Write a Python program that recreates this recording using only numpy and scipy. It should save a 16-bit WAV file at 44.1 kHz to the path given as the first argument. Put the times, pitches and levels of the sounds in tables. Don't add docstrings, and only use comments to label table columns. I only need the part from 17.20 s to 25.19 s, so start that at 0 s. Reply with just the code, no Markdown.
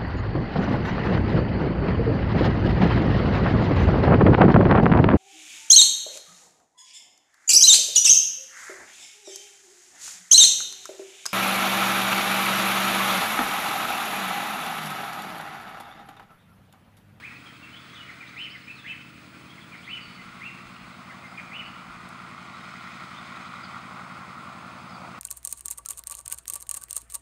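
import sys
import numpy as np
from scipy import signal
from scipy.io import wavfile
from scipy.ndimage import uniform_filter1d

SR = 44100
rng = np.random.default_rng(int(sys.argv[2]) if len(sys.argv) > 2 else 0)


def pcm_store(signal):
    levels = np.round(np.clip(np.atleast_2d(signal), -1, 1) * 32767)
    wavfile.write(sys.argv[1], SR, levels.astype(np.int16).T)


N = 352359
TIME = np.arange(N) / SR


def amp(db):
    return 10 ** (np.asarray(db) / 20)


def evened(x):
    return x / np.sqrt(np.mean(x ** 2) + 1e-20)


def curves(rows):
    s, *columns = np.transpose(rows)
    return [np.interp(TIME, s, column) for column in columns]


def drift(seconds, n=N):
    size = max(int(seconds * SR), 2)
    once = uniform_filter1d(rng.standard_normal(n), size)
    return evened(uniform_filter1d(once, size))


def filtered(x, order, hz, kind="low"):
    return signal.sosfilt(signal.butter(order, hz, kind, fs=SR, output="sos"), x)


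def resonate(x, hz, width):
    turn = np.exp(2j * np.pi * np.cumsum(hz * np.ones(len(x))) / SR)
    r = np.exp(-np.pi * width / SR)
    smooth = signal.lfilter([1 - r], [1, -r], x / turn)
    return 2 * (turn * smooth).real


def hiss(colour, patchy_db, flicker_db):
    frames, hz = N // 256 + 5, np.fft.rfftfreq(1024, 1 / SR)
    a, b, patches = rng.standard_normal((frames, 513, 3)).T
    patches = uniform_filter1d(patches, 14, 0)
    patches = evened(uniform_filter1d(patches, 10, 1))
    flicker = evened(uniform_filter1d(rng.standard_normal(frames), 4))
    f, db = np.transpose(colour)
    shape_db = np.interp(np.log(hz + 1), np.log(f + 1), db, left=-120, right=-120)[:, None]
    spectra = (a + 1j * b) * amp(shape_db + patchy_db * patches + flicker_db * flicker)
    return evened(signal.istft(spectra, nperseg=1024, noverlap=768)[1][:N])


LOAD_FROM_S, LOAD_FULL_S, LOAD_BEND = 1.97, 2.8, 1.5
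HUNT_PER_S, HUNT_S, HUNT_PEAK_S = .054, .697, 3.415
BEAT_PLACE = .234
# (time [s], speed [cycles per s])
ENGINE_SPEED = [(0, 9.6), (.25, 10.0), (.65, 10.329), (1.1, 10.085), (1.6, 10.365), (1.95, 10.477),
                (2.3, 10.855), (2.65, 10.877), (3, 11.221), (3.3, 11.275), (4.6, 11.246), (6, 11.112),
                (7.99, 11.113)]


def crank():
    load = np.clip((TIME - LOAD_FROM_S) / (LOAD_FULL_S - LOAD_FROM_S), 0, 1) ** LOAD_BEND
    hunt = HUNT_PER_S * load * np.cos(2 * np.pi * (TIME - HUNT_PEAK_S) / HUNT_S)
    cycles = np.cumsum(curves(ENGINE_SPEED)[0] + hunt) / SR - BEAT_PLACE
    return load, cycles


DRIVE_FROM_S, DRIVE_RISE_S = 1.617, 0.093
COAST_DB, PULL_DB = 0.75, -1
APPROACH_DB_PER_S = 0.628
PIPE_SPREAD, PIPE_TURN = -.00095, .277
# (multiple of the cycle rate,
# coasting down the bank [dB], taking up drive [dB], pulling in the water [dB])
EXHAUST_TONES = [(7, -83, -77, -70), (8, -66, -64, -65), (9, -78, -79, -72), (10, -80, -75, -77),
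                 (11, -65, -65, -59), (12, -78, -76, -69), (13, -60, -58, -61), (14, -72, -72, -73),
                 (15, -77, -77, -70), (16, -69, -62, -55), (17, -67, -62, -57), (18, -67, -65, -75),
                 (19, -66, -66, -68), (20, -69, -66, -67), (21, -75, -72, -58), (22, -74, -66, -61),
                 (23, -66, -64, -67), (24, -65, -61, -68), (25, -72, -75, -74), (26, -85, -82, -72),
                 (27, -77, -78, -76), (28, -66, -61, -73), (29, -72, -73, -83), (30, -67, -72, -72),
                 (31, -78, -69, -67)]
FIRINGS = [(-.054, .51, .53, .55), (.123, .28, .31, .37), (.391, .36, .41, .43), (.555, .22, .17, .33),
           (.7, .64, .61, .4)]


def exhaust(waver=.15):
    load, cycles = crank()
    drive = np.clip((TIME - DRIVE_FROM_S) / DRIVE_RISE_S, 0, 1)
    stage = np.array([1 - drive, drive * (1 - load), drive * load])
    near_db = COAST_DB + load * (PULL_DB - COAST_DB)
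    near_db = near_db + APPROACH_DB_PER_S * np.maximum(TIME - LOAD_FULL_S, 0)
    place, *strength = np.transpose(FIRINGS)
    knots = np.linspace(0, TIME[-1], 90)
    out = np.zeros(N)
    for k, *db in EXHAUST_TONES:
        wobble, flutter = (np.interp(TIME, knots, row) for row in rng.standard_normal((2, 90)))
        meet = np.array(strength) @ np.exp(-2j * np.pi * k * place)
        direction = meet / abs(meet)
        size = (amp(db) * direction) @ stage * amp(1.5 * flutter)
        turn = k * cycles + PIPE_SPREAD * k ** 2 + PIPE_TURN
        out += (size * np.exp(2j * np.pi * turn + 1j * waver * wobble)).real
    return np.sqrt(2) * amp(near_db) * out


THROB_DB, THROB_PLACE = 0.1628, 0.101
# (time [s], level [dB], treble lift [dB], bass lift [dB])
SPRAY_LEVEL = [(0, -67, 8, 17), (.9, -60.5, 13.5, 15), (1.65, -67, 9.5, 15.5), (2.43, -56, 3, 11),
               (3.05, -48.5, 1, 1), (4, -46, -1.5, 7.5), (4.7, -41, -6, -0.5), (5.3, -41.5, -3, 0.5),
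               (5.65, -42, 0, 1.5), (5.9, -42, 0, 1.5), (6.2, -39, -2.5, -3), (7.03, -38.5, -8, 1.5),
               (7.6, -44, -3, 9), (7.99, -43, -3, 9)]
# (frequency [Hz], level [dB per Hz])
SPRAY_COLOUR = [(300, -16), (420, -26.5), (650, -7.5), (950, -6.5), (1080, 1), (1400, 4.5), (1500, -3.5),
                (1620, -9), (1780, -13), (1880, -2.5), (2150, -3), (2560, -9), (2700, -24), (2900, -14),
                (3250, -12), (4500, -17.5), (8000, -27.5), (14400, -60.5)]


def spray():
    level_db, mist_db, churn_db = curves(SPRAY_LEVEL)
    water = hiss(SPRAY_COLOUR, patchy_db=.9, flicker_db=.6)
    water = water * amp(1.3 * drift(.002))
    crank_turns = 2 * crank()[1]
    water = water * amp(THROB_DB * np.cos(2 * np.pi * (crank_turns - THROB_PLACE)))
    churn = filtered(water, 2, 900)
    body = filtered(water, 2, 1700)
    mixed = amp(churn_db) * churn + (body - churn) + amp(mist_db) * (water - body)
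    return amp(level_db) * mixed


# (frequency [Hz], level [dB per Hz])
BUSH_COLOUR = [(35, -49.5), (60, -18), (125, -8), (255, -8), (310, -6.5), (403, -11), (802, -18.5),
               (1360, -6.5), (1800, -13.5), (2470, -7), (2900, -15.5), (5030, -19.5), (6180, -24),
               (9130, -27), (14400, -48.5)]
# (time [s], level [dB])
BUSH_LEVEL = [(0, -50), (1, -51.5), (3, -50.5), (4, -51.5), (7.99, -49.5)]


def bush():
    return amp(curves(BUSH_LEVEL)[0]) * hiss(BUSH_COLOUR, patchy_db=0.5, flicker_db=0.94)


WHINE_HZ = 15710
# (time [s], level [dB])
WHINE_LEVEL = [(0, -68.5), (2.58, -69), (2.7, -70.5), (4.56, -71.5), (4.8, -76.5), (5.3, -77.5),
               (5.6, -71.5), (6.3, -75), (7.99, -73)]


def whine():
    skirt = resonate(rng.standard_normal(N), WHINE_HZ - 40, 200)
    level_db = curves(WHINE_LEVEL)[0] + .6 * drift(.004)
    tone = np.sqrt(2) * np.sin(2 * np.pi * WHINE_HZ * TIME)
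    return amp(level_db) * (tone + amp(-16.5) * skirt)


CALM_DB, CALM_SWING_DB, CALM_SWING_S = -86, 3, .08
# (time of peak [s], peak level [dB], length [s])
GUSTS = [(.33, -74, .15), (.96, -76, .1), (2.9, -72, 0.144), (3.11, -55.5, 0.44), (3.478, -59.5, 0.17),
         (3.659, -49, 0.114), (4.29, -70, .1), (4.44, -57, 0.147), (4.563, -66, .1), (4.686, -50, 0.154),
         (4.86, -67, .1), (5.744, -79.5, 0.46), (6.3, -75.5, .4), (6.96, -69, .15), (7.56, -75.5, .2),
         (7.98, -68.5, .15)]


def wind():
    lumps = drift(0.0019) * amp(7.3 * drift(0.051))
    lumps = filtered(lumps, 3, [30, 75], "band")
    puffs = sum(amp(db) * np.exp(-2 * abs(TIME - s) / length) ** 2 for s, db, length in GUSTS)
    calm = amp(CALM_DB + CALM_SWING_DB * drift(CALM_SWING_S))
    return (calm + puffs) * evened(lumps)


def whistle(hz, size, hoarse):
    turns = np.cumsum(hz * (1 + .025 * hoarse * drift(.002, len(hz)))) / SR
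    tone = np.sin(2 * np.pi * turns)
    tone = tone + amp(-42) * np.sin(4 * np.pi * turns) + amp(-25) * np.sin(6 * np.pi * turns)
    return np.sqrt(2) * size * (1 + hoarse * drift(0.000738, len(hz))) * tone


def along(length):
    return np.linspace(0, 1, round(length * SR))


ARCH_FALL = .7
ARCH_RISE_BEND, ARCH_FALL_BEND = 1.4, 1.3
# (time [s], length [s],
# start [Hz], top [Hz], end [Hz], share of length spent climbing, level [dB])
ARCHES = [(0.018, 0.0759, 1561, 2590, 1882, 0.59, -39), (1.155, 0.1228, 1764, 3061, 1761, 0.477, -36),
          (1.47, 0.0476, 2253, 2626, 2046, 0.58, -40.5), (1.639, 0.1014, 1498, 2635, 1647, 0.576, -38.5),
          (1.657, 0.079, 2322, 3075, 2387, 0.49, -41.5), (2.665, .13, 1735, 3003, 1714, .45, -36.5),
          (3.203, 0.0968, 1766, 2790, 1800, 0.683, -38.5), (4.308, 0.1174, 1776, 2977, 1629, 0.498, -37)]
# (share of
# length, level change [dB])
ARCH_SWELL = [(0, -9), (.28, -3), (.45, -3), (.7, -1.6), (.85, -6), (1, -11)]


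def add_arches(out, hoarse=.2):
    for s, length, start_hz, top_hz, end_hz, top, db in ARCHES:
        u = along(length)
        climb = np.maximum(1 - u / top, 0) ** ARCH_RISE_BEND
        drop = (np.maximum(u - ARCH_FALL, 0) / (1 - ARCH_FALL)) ** ARCH_FALL_BEND
        hz = top_hz - (top_hz - start_hz) * climb - (top_hz - end_hz) * drop
        hz = uniform_filter1d(hz, 300, mode="nearest")
        swell_db = np.interp(u, *np.transpose(ARCH_SWELL))
        size = amp(db + swell_db) * signal.windows.tukey(len(u), .12)
        out[round(s * SR):][:len(u)] += whistle(hz, size, hoarse)


CHATTER_DB, CHATTER_UNTIL_S = -57.5, 4.6


def chatter(count=260):
    s, length, pitch, slope, soft = rng.random((count, 5)).T
    mid_hz = 1300 * 3.3 ** (pitch ** 1.5)
    step = .5 * (slope - .65)
    level_db = CHATTER_DB - 6 * soft - 4 * pitch
    return np.transpose([s ** 1.8 * CHATTER_UNTIL_S, 0.007785 + 0.01977 * length,
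                         mid_hz * (1 - step), mid_hz * (1 + step), level_db])


RISE_BEND, HOOK_PER_S = 1.1, 18


def slide(length, start_hz, end_hz):
    u = along(length)
    height = u ** RISE_BEND if end_hz > start_hz else (1 - u) ** max(HOOK_PER_S * length + .5, 1)
    return min(start_hz, end_hz) + abs(end_hz - start_hz) * height


CHIP_DROP, CHIP_BEND = .3, 2.6
CHIP_HOARSE, SLIDE_HOARSE, CHATTER_HOARSE = .4, .3, .6
# (time [s], length [s], top [Hz], level [dB])
CHIPS = [(0.873, 0.0336, 2324, -44), (1.002, 0.0394, 2414, -44), (1.334, 0.037, 2196, -46),
         (1.945, 0.0226, 2583, -54), (2.374, 0.0177, 2243, -47.5), (2.52, 0.0366, 2387, -43.5),
         (3.894, .028, 2091, -47), (4.171, 0.0275, 2461, -39)]
# (time [s], length [s], start [Hz], end [Hz], level [dB])
SLIDES = [(0.106, 0.0248, 1896, 1941, -49.5), (0.256, 0.025, 3370, 3050, -49.5),
          (0.42, 0.0435, 2780, 2642, -48), (0.465, 0.024, 2500, 2087, -50.5),
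          (0.528, 0.029, 2950, 3087, -48.5), (0.552, 0.0279, 3100, 3624, -49.5),
          (0.602, 0.031, 4650, 4470, -61), (0.618, .02, 3430, 3550, -58.5),
          (0.674, 0.051, 3078, 3498, -55.5), (0.728, 0.0197, 1260, 1255, -50),
          (0.734, 0.019, 6230, 5950, -57), (0.742, 0.03524, 4040, 3032, -49),
          (0.769, 0.067, 3030, 2910, -48.5), (1.057, 0.04, 3050, 4790, -55), (1.081, .018, 6270, 6150, -60),
          (1.17, .015, 4400, 3440, -53), (1.18, .02, 4800, 5300, -58), (1.209, 0.021, 3400, 4600, -53),
          (1.22, 0.012, 1880, 1775, -49.5), (1.235, 0.012, 5250, 5500, -55),
          (1.295, 0.038, 4200, 5700, -55), (1.34, .015, 4300, 5200, -58), (1.375, .015, 5300, 4900, -57),
          (1.41, .02, 4900, 3700, -57), (1.435, .02, 5300, 4900, -57), (1.505, 0.035, 3700, 4500, -60),
          (1.552, 0.075, 4620, 3340, -54), (1.65, 0.03, 3533, 3082, -53),
          (2.023, 0.0206, 4100, 3870, -70.5), (2.285, 0.042, 3110, 3477, -54.5),
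          (2.35, 0.0177, 2500, 2580, -65.5), (2.406, 0.0235, 3630, 3066, -52.5),
          (2.57, 0.029, 3870, 5090, -61), (2.624, 0.043, 2708, 4300, -52), (2.688, .02, 4570, 4400, -57),
          (2.803, .066, 4730, 4460, -52), (2.886, 0.09, 4510, 4490, -55), (2.954, 0.069, 2180, 2037, -57),
          (3.14, 0.073, 1140, 1116, -52), (3.56, 0.0129, 2740, 2887, -49.5),
          (3.723, 0.0158, 4350, 3690, -60.5), (4.035, 0.034, 2116, 2100, -47),
          (4.063, 0.057, 4870, 4860, -64), (4.449, 0.023, 4740, 4434, -56),
          (5.068, 0.126, 2130, 2150, -54.5), (5.332, 0.017, 3900, 3810, -55),
          (5.404, .018, 3800, 3720, -57), (5.938, 0.037, 2940, 3530, -56.5),
          (5.971, 0.0146, 3580, 3580, -50), (6.25, 0.0326, 3200, 4430, -54),
          (6.35, 0.0123, 3880, 3850, -53), (6.428, 0.03, 5150, 4143, -50), (7.25, 0.34, 1760, 1737, -64.5),
          (7.69, .025, 5300, 4910, -57), (7.737, 0.0225, 4800, 4424, -53.5)]


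def birds():
    out = np.zeros(N + SR)
    add_arches(out)
    notes = []
    for s, length, top_hz, db in CHIPS:
        hz = top_hz * (1 - CHIP_DROP * along(length) ** CHIP_BEND)
        notes.append((s, db, hz, CHIP_HOARSE))
    for rows, hoarse in [(SLIDES, SLIDE_HOARSE), (chatter(), CHATTER_HOARSE)]:
        for s, length, start_hz, end_hz, db in rows:
            notes.append((s, db, slide(length, start_hz, end_hz), hoarse))
    for s, db, hz, hoarse in notes:
        size = amp(db) * np.sin(np.linspace(0, np.pi, len(hz))).clip(0) ** 0.5
        out[round(s * SR):][:len(hz)] += whistle(hz, size, hoarse)
    return out[:N]


def trees(x, t60=.75, wet_db=0, near_db=-2, bank_db=-14, direct_db=-1, rustle_s=.008, rustle_db=1.2):
    echoes = np.zeros(SR)
    at = np.arange(100, SR - 20, 20)
    echoes[at + rng.integers(0, 20, len(at))] = rng.choice([-1., 1.], len(at))
    echoes *= amp(-60 * np.arange(SR) / SR / t60)
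    echoes *= amp(wet_db) / np.linalg.norm(echoes)
    echoes[rng.integers(60, 1000, size=9)] += amp(near_db) * rng.choice([-1., 1.], size=9) / 3
    echoes[round(.098 * SR)] += amp(bank_db)
    echoes = filtered(echoes, 2, 4600)
    rustle = amp(rustle_db * drift(rustle_s))
    heard = amp(direct_db) * x + signal.fftconvolve(x, echoes)[:N] * rustle
    return filtered(heard, 3, 7000)


# (time [s], level [dB])
TICK_TIMES = [(4.8894, -42.5), (5.0194, -69), (5.0719, -60.5), (5.1108, -62.5), (5.2194, -66),
              (5.6494, -64.5), (6.1634, -53)]


def ticks():
    out, t = np.zeros(N), np.arange(300) / SR
    for s, db in TICK_TIMES:
        snap = evened(np.diff(rng.standard_normal(301))) * amp(-60 * t / 0.0124)
        out[round(s * SR):][:300] += amp(db + 3.5) * snap
    return filtered(out, 3, [4500, 11500], "band")


def scene():
    return (exhaust() + spray() + bush() + wind() + trees(birds()) + ticks())[None]


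EDGE_HZ = 15850
# (frequency [Hz], width [Hz], depth [0-1])
HOUSING_NOTCHES = [(5724, 404, 0.96), (6966, 278, 0.58)]


def record(dry):
    x = dry[0]
    for hz, width, depth in HOUSING_NOTCHES:
        x = x - np.clip(depth, 0, 1) * resonate(x, hz, width)
    x = x + whine()
    band_limit = signal.firwin(1023, EDGE_HZ, window=("kaiser", 9), fs=SR)
    return signal.oaconvolve(x, band_limit, "same")[None]


dry = scene()
out = record(dry)
pcm_store(out)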